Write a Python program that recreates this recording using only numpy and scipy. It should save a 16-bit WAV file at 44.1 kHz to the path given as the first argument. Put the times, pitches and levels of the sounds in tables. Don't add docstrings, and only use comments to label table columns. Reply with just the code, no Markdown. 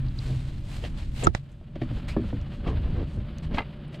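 import sys
import numpy as np
from scipy import signal
from scipy.fft import rfft, irfft
from scipy.io import wavfile
from scipy.ndimage import uniform_filter1d, minimum_filter1d

SR = 44100
rng = np.random.default_rng(int(sys.argv[2]) if len(sys.argv) > 2 else 0)


def generate_wav(signal):
    frames = np.transpose(np.atleast_2d(signal))
    scaled = np.clip(frames, -1, 1) * 32767
    pcm = np.round(scaled).astype(np.int16)
    wavfile.write(sys.argv[1], SR, pcm)


N = 176400
T = np.arange(N) / SR

# time_s, level_db
WIND_RIDE = [(0,-32),(.45,-35.5),(.7,-34.5),(.95,-35.5),(1.1,-35.5),(1.2,-35.5),(1.255,-29),(1.3,-38),(1.42,-45.5),(1.6,-47),(1.94,-32.5),(2.3,-33.5),(2.56,-35),(2.72,-33),(2.86,-30.5),(2.96,-30.5),(3.2,-38),(3.44,-38),(3.54,-29),(3.6,-40.5),(4,-49)]
HISS_RIDE = [(0,-45),(.6,-63.5),(.93,-50.5),(1.25,-92),(1.42,-57),(1.72,-57.5),(1.8,-49),(1.95,-42),(2.3,-46.5),(2.8,-44.5),(3.15,-47.5),(3.3,-47),(3.7,-46.5),(4,-45.5)]
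HUM_RIDE = [(0,-29.5),(.17,-38),(.33,-28),(.42,-34.5),(.55,-41),(.88,-45),(1.1,-40.5),(1.4,-40),(1.6,-53.5),(4,-57)]
WATER_RIDE = [(0,-52),(.6,-44.5),(.9,-45.5),(1.2,-47.5),(1.42,-52.5),(1.6,-50),(1.95,-45),(2.4,-44),(2.75,-39.5),(3.1,-41),(3.35,-41.5),(3.7,-42),(4,-38.5)]
RUSTLE_RIDE = [(0,-65),(1.1,-67),(1.4,-70),(1.7,-77),(1.95,-68),(3.1,-74),(3.3,-73),(3.75,-74.5),(4,-86)]
# time_s, side_db
WIDTH_RIDE = [(0,-13),(1.15,-6),(1.24,-3.5),(1.38,-1.5),(1.5,-9),(1.8,-21.5),(1.95,-54),(4,-57)]
# frequency_hz, gain_db
WIND_EQ = [(20,-0.5),(40,0),(90,-3.5),(130,-9),(200,-14.5),(320,-22.5),(480,-56),(900,-53)]
HISS_EQ = [(150,20),(400,-2),(600,1),(900,-5.5),(1400,-4),(2200,-8),(3100,-6.5),(4700,-16.5),(5900,-38.5),(8500,-38.5),(10500,-38),(15000,-42.5)]
GUST_EQ = [(28,-1.5),(42,-1.5),(90,1),(130,-12),(220,-31.5),(400,-48.5)]
PUFF_EQ = [(55,-12.5),(90,10.5),(170,-10),(340,-9),(500,-24),(900,-31)]
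# frequency_hz, gain_db
SLIDE_EQ = [(300,-0.5),(600,8.5),(1300,4),(2600,6),(4200,4),(5800,-5),(8200,-3.5),(10500,-12.5),(12500,-14),(15500,-19.5)]
DRAG_EQ = [(80,-6),(150,6),(300,5),(480,0.5),(650,-5.5),(1100,-15.5),(1800,-22),(4000,-30),(7000,-53)]
SMACK_EQ = [(200,-13.5),(400,6.5),(620,6),(900,-8),(1300,-10),(2500,-36),(5000,-50)]
KNOCK_EQ = [(300,5),(700,10),(1100,4.5),(1700,8),(2500,-2),(5500,-4.5),(8000,-17.5),(11000,-34),(15000,-45.5)]
SLAP_EQ = [(250,1),(700,2),(1500,0.5),(3000,-3.5),(4600,-9),(5800,-31),(12000,-32)]
# pitch_hz, width_hz, gain_db
WATER_BANDS = [(147.6,42,4),(208.2,43,-2),(316,95,-11.5),(578.5,39,-11.5),(867,510,-29.5),(2920,260,-32.5)]
ROPE_BANDS = [(557,110,10.5),(830,130,-2.5),(1095,49,1.5),(1680,67,-1.5),(1900,110,3),(2302,260,1),(2690,90,6.5),(3200,250,3),(4430,1100,-7.5)]
PILE_BANDS = [(398,120,-17),(637,80,5.5),(965,100,2),(1210,59,5.5),(1670,110,-5.5),(2040,73,5.5),(2560,80,-5),(2772,53,1.5),(3230,130,-13)]
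# pitch_hz, gain_db, t60_s
TUBE_RING = [(110.4,3,0.19),(210.1,0,0.19),(281.7,1,0.14),(365.5,-8,0.12),(496,-3.5,.06),(580,-4.5,0.036),(700,-7.5,0.011),(940,-8,0.016),(1090,-12,0.018),(1565,-9,0.042),(2240,-26,.03),(3176,-16,0.022)]
# pitch_hz, gain_db, t60_s, left_offset_db
CASING_RING = [(180,-14.5,.06,-8),(328,-8,0.041,-11),(535,-18.5,.025,-5),(712,-2.5,0.016,-4),(822,-6,0.017,0),(1297,1.5,0.02,2)]
# delay_s, gain_db
REFLECTIONS = [(.0029,-31.5),(.0087,-19),(.021,-23)]
# peak_s, rise_s, fall_s, level_db
WIND_GUSTS = [(1.1,0.011,.012,-27),(2.09,0.024,0.017,-36),(2.4,0.034,.05,-36),(2.68,0.011,0.047,-24),(2.79,0.025,0.028,-28.5),(2.96,.02,0.075,-28.5),(3.185,0.01,0.034,-29.5),(3.535,0.012,0.0089,-37)]
# peak_s, rise_s, fall_s, level_db, cutoff_hz
HAND_SLIDES = [(0.249,0.047,0.13,-50,9200),(.48,0.03,0.086,-61.5,3840),(.755,0.055,0.026,-48.5,13400),(.85,0.025,0.03,-50,12000),(1.0,0.028,0.043,-51,6550),(1.212,0.039,0.032,-44.5,14800),(1.36,0.012,0.016,-51.5,6000),(1.825,.008,0.017,-64,14000),(1.98,0.045,0.022,-57.5,7360),(2.088,0.0054,0.023,-45,10000),(2.28,0.038,0.067,-61.5,7000),(2.55,0.034,0.037,-61.5,5970),(2.69,0.014,0.013,-54,4960),(2.98,0.14,0.027,-68,6900),(3.13,0.043,0.041,-60.5,10300),(3.43,0.0033,0.016,-49,5000),(3.558,0.009,0.03,-48,3980),(3.947,.012,0.016,-55.5,8750)]
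# peak_s, rise_s, fall_s, level_db
TUBE_DRAGS = [(.3,0.039,0.042,-44.5),(.85,0.019,0.013,-42),(1.236,0.0095,0.028,-28.5),(1.98,0.0096,0.0077,-45.5),(2.682,.025,0.035,-32),(2.87,0.045,0.037,-41.5),(3.005,0.03,0.022,-34.5),(3.184,0.0039,0.014,-42),(3.53,0.018,0.006,-34.5),(3.599,0.011,.012,-35)]
# peak_s, rise_s, fall_s, level_db, cutoff_hz
ROPE_RASPS = [(0.84,.001,0.0041,-38.5,4000),(.851,0.0017,0.0041,-36,4000),(0.862,.003,0.011,-43,3500),(1.229,0.0017,0.0099,-34.5,900),(1.245,.008,0.013,-41.5,9000),(1.757,0.002,0.008,-43,2000),(1.821,0.0053,.012,-43,2510),(2.088,0.0043,0.01,-46.5,9000),(2.671,0.0054,0.013,-38.5,1500),(3.004,0.012,0.011,-48,613),(3.554,0.01,0.0082,-37.5,4000),(3.946,0.0085,0.011,-48.5,6000)]
# peak_s, level_db, pitch_hz, width_hz, fall_s
FIBRE_ZIPS = [(0.065,-54,4020,1510,0.003),(0.085,-52.5,4100,1590,0.0034),(0.188,-35,4100,700,0.0032),(1.2386,-35,7200,1300,0.0054),(1.245,-31.5,6950,800,0.0055),(1.518,-72.5,6720,4000,0.0145),(2.413,-57,5030,2500,0.0024),(2.669,-40,1045,200,0.033),(3.384,-45.5,4970,4130,0.0015),(3.881,-65,8650,1210,0.0032)]
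# start_s, thump_db, cutoff_hz, pitch_ratio, smack_db
ROPE_DROPS = [(.298,-39,700,1.1,-42),(1.611,-49,900,1.19,-50),(1.759,-37.5,1520,1.08,-33.5),(1.817,-27.5,1000,1.154,-31),(1.910,-32.5,507,1.01,-35.5),(2.166,-22,686,1.095,-17.5),(2.194,-24,200,1.17,-46),(2.242,-30,250,0.9,-44),(2.329,-27.5,513,.97,-31),(2.44,-46.5,1200,1.31,-54),(2.663,-45,1500,0.63,-43.5),(2.972,-37.5,600,1.2,-51),(3.006,-38,900,1.07,-39),(3.172,-35.5,380,0.99,-47),(3.539,-29.5,600,.9,-32)]
# start_s, crack_db, push_db, ring_db, push_left_offset_db
MIC_KNOCKS = [(1.248,-47,-11,-34,0),(1.2592,-45,-26,-20,-1.5),(1.2693,-14.5,-2.5,2.5,-12),(1.3495,-19,-8,-38,-3)]
# start_s, level_db, decay_s, cutoff_hz
PILE_SLAPS = [(3.572,-34,0.0082,3000),(3.582,-21,0.0066,3490),(3.595,-36,0.0049,1000),(3.605,-36,0.0036,500),(3.619,-45,0.0076,1800)]


def from_db(db):
    return 10 ** (np.asarray(db) / 20)


def rms_one(x):
    return x / np.sqrt(np.mean(x ** 2) + 1e-20)


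def fader(ride):
    return from_db(np.interp(T, *np.transpose(ride)))


def drift(rate_hz):
    hop, run_in = 40, 2000
    r = np.exp(-2 * np.pi * rate_hz * hop / SR)
    slow = signal.lfilter([1], [1, -2 * r, r * r], rng.standard_normal(N // hop + run_in + 2))[run_in:]
    return np.interp(np.arange(N) / hop, np.arange(len(slow)), rms_one(slow))


def eq(x, curve):
    hz, db = np.transpose(curve)
    f = np.arange(N // 2 + 1) * SR / N + 0.00079
    skirts = np.minimum(f / hz[0], 1) ** 2 * np.minimum(hz[-1] / f, 1) ** 2
    response = skirts * from_db(np.interp(np.log(f), np.log(hz), db))
    return irfft(rfft(x) * rms_one(response), N)


def colour(x, curve):
    return rms_one(eq(x, curve))


def grains(per_s, spread_db):
    sizes = from_db(spread_db * np.minimum(rng.exponential(1, (2, N)), 4)) * rng.choice([-1, 1], (2, N))
    return rms_one(sizes * (rng.random((2, N)) < per_s / SR))


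def swell(peak_s, rise_s, fall_s, db):
    out = np.zeros(N)
    near = (T > peak_s - 9 * rise_s) & (T < peak_s + 9 * fall_s)
    age = T[near] - peak_s
    out[near] = from_db(db) * np.exp(-np.abs(age / np.where(age < 0, rise_s, fall_s)) ** 1.85 / 2)
    return out


def decay(start_s, decay_s):
    return (T >= start_s) * np.exp(-np.clip((T - start_s) / decay_s, 0, 60))


def resonate(x, hz, width_hz):
    r = np.exp(-np.pi * width_hz / SR)
    poles = [1, -2 * r * np.cos(2 * np.pi * hz / SR), r * r]
    return signal.lfilter(np.array([1, 0, -1]) * (1 - r * r) / 2, poles, x + 1e-18)


def body(x, bands):
    return sum((-1) ** k * from_db(db) * resonate(x, hz, width)
               for k, (hz, width, db) in enumerate(bands))


def ring(x, hz, t60):
    r, w = np.exp(-np.log(1000) / (t60 * SR)), 2 * np.pi * hz / SR
    return signal.lfilter([0, np.sin(w)], [1, -2 * r * np.cos(w), r * r], x + 1e-18)


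def soften(x, hz):
    r = np.exp(-2 * np.pi * hz / SR)
    return signal.lfilter([1 - r], [1, -r], x + 1e-18)


def pass_filter(x, kind, hz, order):
    return signal.sosfilt(signal.butter(order, hz, kind, fs=SR, output="sos"), x)


def stereo(pair, side_db=0, treble_lift_db=0.5, treble_floor_db=-13.5):
    mid, side = pair
    treble = pass_filter(side, "high", hz=10100, order=2)
    side = (side + from_db(treble_lift_db) * treble) * fader(WIDTH_RIDE)
    side += from_db(treble_floor_db) * treble
    return mid + side * from_db(side_db) * np.array([[1], [-1]])


def reflect(x):
    return x + sum(from_db(db) * np.pad(x, ((0, 0), (int(s * SR), 0)))[:, :N] for s, db in REFLECTIONS)


def harbour_hiss(flicker_db=2.5):
    hiss = stereo(colour(rng.standard_normal((2, N)), HISS_EQ))
    return hiss * fader(HISS_RIDE) * from_db(flicker_db * drift(24))


def hum(pitch_hz=128.5, waver_hz=5.5, flutter_db=3):
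    phase = 2 * np.pi * np.cumsum(pitch_hz + waver_hz * drift(19.3)) / SR
    return np.sqrt(2) * np.sin(phase) * fader(HUM_RIDE) * from_db(flutter_db * drift(11))


def wind(trim_db=2, lumps_db=1):
    rumble = stereo(colour(rng.standard_normal((2, N)), WIND_EQ), side_db=-14.5)
    return rumble * fader(WIND_RIDE) * from_db(trim_db - lumps_db * drift(14))


def gusts():
    return colour(rng.standard_normal(N), GUST_EQ) * sum(swell(*row) for row in WIND_GUSTS)


def water(lapping_db=0.5):
    noise = rng.standard_normal(N)
    hollows = sum(from_db(db) * resonate(resonate(noise, hz, width), hz, width)
                  for hz, width, db in WATER_BANDS)
    return rms_one(hollows) * fader(WATER_RIDE) * from_db(lapping_db * drift(5.2))


def slides(flutter_db=1.5):
    fibres = colour(grains(per_s=7000, spread_db=1.66), SLIDE_EQ) * from_db(flutter_db * drift(60))
    strokes = sum(rms_one(pass_filter(fibres, "low", cutoff_hz, order=1)) * swell(*stroke)
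                  for *stroke, cutoff_hz in HAND_SLIDES)
    return stereo(fibres * fader(RUSTLE_RIDE) + strokes, side_db=2)


def zips(sag=0.084, rise_ratio=0.19):
    noise, out = stereo(rng.standard_normal((2, N))), 0
    for peak_s, db, hz, width_hz, fall_s in FIBRE_ZIPS:
        pitch_hz = hz * (1 + sag * np.exp(-np.clip((T - peak_s) / fall_s, 0, 60)))
        tone = np.sqrt(2) * np.sin(2 * np.pi * np.cumsum(pitch_hz) / SR)
        roughness = rms_one(soften(soften(noise, width_hz / 2), width_hz / 2))
        out += tone * roughness * swell(peak_s, rise_ratio * fall_s, fall_s, db)
    return out


def squeak(start_s=2.079, length_s=0.057, start_hz=1880, rise_hz_per_s=14000, roughness=0.0918):
    age = np.clip(T - start_s, 0, length_s)
    pitch_hz = (start_hz + rise_hz_per_s * age) * (1 + roughness * drift(319))
    phase = 2 * np.pi * np.cumsum(pitch_hz) / SR
    envelope = np.sqrt(np.abs(np.sin(np.pi * age / length_s))) * decay(start_s, decay_s=0.061)
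    return from_db(-41) * envelope * (np.sin(phase) + from_db(-9) * np.sin(2 * phase))


def rasps():
    rasp = body(grains(per_s=1200, spread_db=4), ROPE_BANDS)
    return stereo(sum(rms_one(soften(rasp, cutoff_hz)) * swell(*burst)
                      for *burst, cutoff_hz in ROPE_RASPS))


def drags(ring_db=-6):
    bumps = grains(per_s=1700, spread_db=4.5)[0]
    tube = sum((-1) ** k * ring(bumps * from_db(db), hz, t60)
               for k, (hz, db, t60) in enumerate(TUBE_RING))
    scuff = colour(bumps, DRAG_EQ) + from_db(ring_db) * rms_one(tube)
    return scuff * sum(swell(*row) for row in TUBE_DRAGS)


def thumps(settle_per_s=440, settle_s=0.016, settle_db=-12.5):
    out = np.zeros(N)
    for start_s, db, cutoff_hz, pitch_ratio, _ in ROPE_DROPS:
        start = int(start_s * SR)
        age = T[:min(SR // 2, N - start)]
        contacts = (rng.random(len(age)) < settle_per_s / SR) * rng.standard_normal(len(age))
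        contacts *= np.exp(-age / settle_s) * from_db(settle_db)
        contacts[0] += 1
        force = from_db(db) * soften(contacts, cutoff_hz)
        for k, (hz, mode_db, t60) in enumerate(TUBE_RING):
            gain = (-1) ** k * from_db(mode_db + rng.normal(0, 1.3))
            out[start:start + len(age)] += ring(force * gain, hz * pitch_ratio, t60)
    return out


def smacks(decay_s=0.0033):
    envelope = sum(from_db(db) * decay(start_s, decay_s) for start_s, *_, db in ROPE_DROPS)
    return eq(rng.standard_normal(N) * envelope, SMACK_EQ)


def air_puff(peak_s=1.275, flutter_hz=66, flutter_db=-15.5):
    puff = colour(rng.standard_normal(N), PUFF_EQ) * swell(peak_s, rise_s=0.0037, fall_s=0.016, db=-22.5)
    flutter = np.sin(2 * np.pi * flutter_hz * (T - peak_s)) * decay(peak_s, decay_s=0.028)
    return (puff + from_db(flutter_db) * flutter) * np.array([[0], [1]])


def knocks(push_hz=110, push_t60_s=0.02, ring_rise_s=0.0025, right_lag_s=0.0003, crack_left_db=-7):
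    out, crack_envelope = np.zeros((2, N)), np.zeros(N)
    for start_s, crack_db, push_db, ring_db, push_left_db in MIC_KNOCKS:
        snap, tail = decay(start_s, 0.00096), from_db(-10.5) * decay(start_s, 0.0055)
        crack_envelope += from_db(crack_db) * (snap + tail)
        push = np.sin(2 * np.pi * push_hz * (T - start_s)) * decay(start_s, push_t60_s / np.log(1000))
        out += from_db([[push_db + push_left_db], [push_db]]) * push
        age = np.clip(T - start_s - np.array([[0], [right_lag_s]]), 0, 1)
        for hz, db, t60, left_db in CASING_RING:
            envelope = (1 - np.exp(-(age / ring_rise_s) ** 2)) * np.exp(-np.log(1000) * age / t60)
            gains = from_db(ring_db + db) * from_db([[left_db], [0]])
            out += gains * envelope * np.sin(2 * np.pi * hz * age)
    cracks = eq(stereo(rng.standard_normal((2, N))) * crack_envelope, KNOCK_EQ)
    return out + cracks * from_db([[crack_left_db], [0]])


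def slaps(wood_db=8.5, crack_db=-7.5):
    contacts = grains(per_s=5000, spread_db=1.3)[0]
    force = sum(rms_one(soften(contacts, cutoff_hz)) * from_db(db) * decay(start_s, decay_s)
                for start_s, db, decay_s, cutoff_hz in PILE_SLAPS)
    wood = pass_filter(body(force, PILE_BANDS), "low", hz=5500, order=4)
    return from_db(wood_db) * wood + from_db(crack_db) * eq(force, SLAP_EQ)


def scene():
    rope = reflect(slides() + drags() + rasps() + squeak() + slaps()) + thumps() + smacks() + zips()
    bed = wind() + harbour_hiss() + hum() + gusts() + water()
    return bed + rope + knocks() + air_puff()


def record(dry):
    ceiling, window_samples, stopband_hz = 0.97, 129, 16956
    gain = 1 / np.maximum(np.abs(dry).max(axis=0) / ceiling, 1)
    gain = uniform_filter1d(minimum_filter1d(gain, window_samples), window_samples)
    return signal.sosfilt(signal.cheby2(12, 70, stopband_hz, fs=SR, output="sos"), dry * gain)


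dry = scene()
out = record(dry)
generate_wav(out)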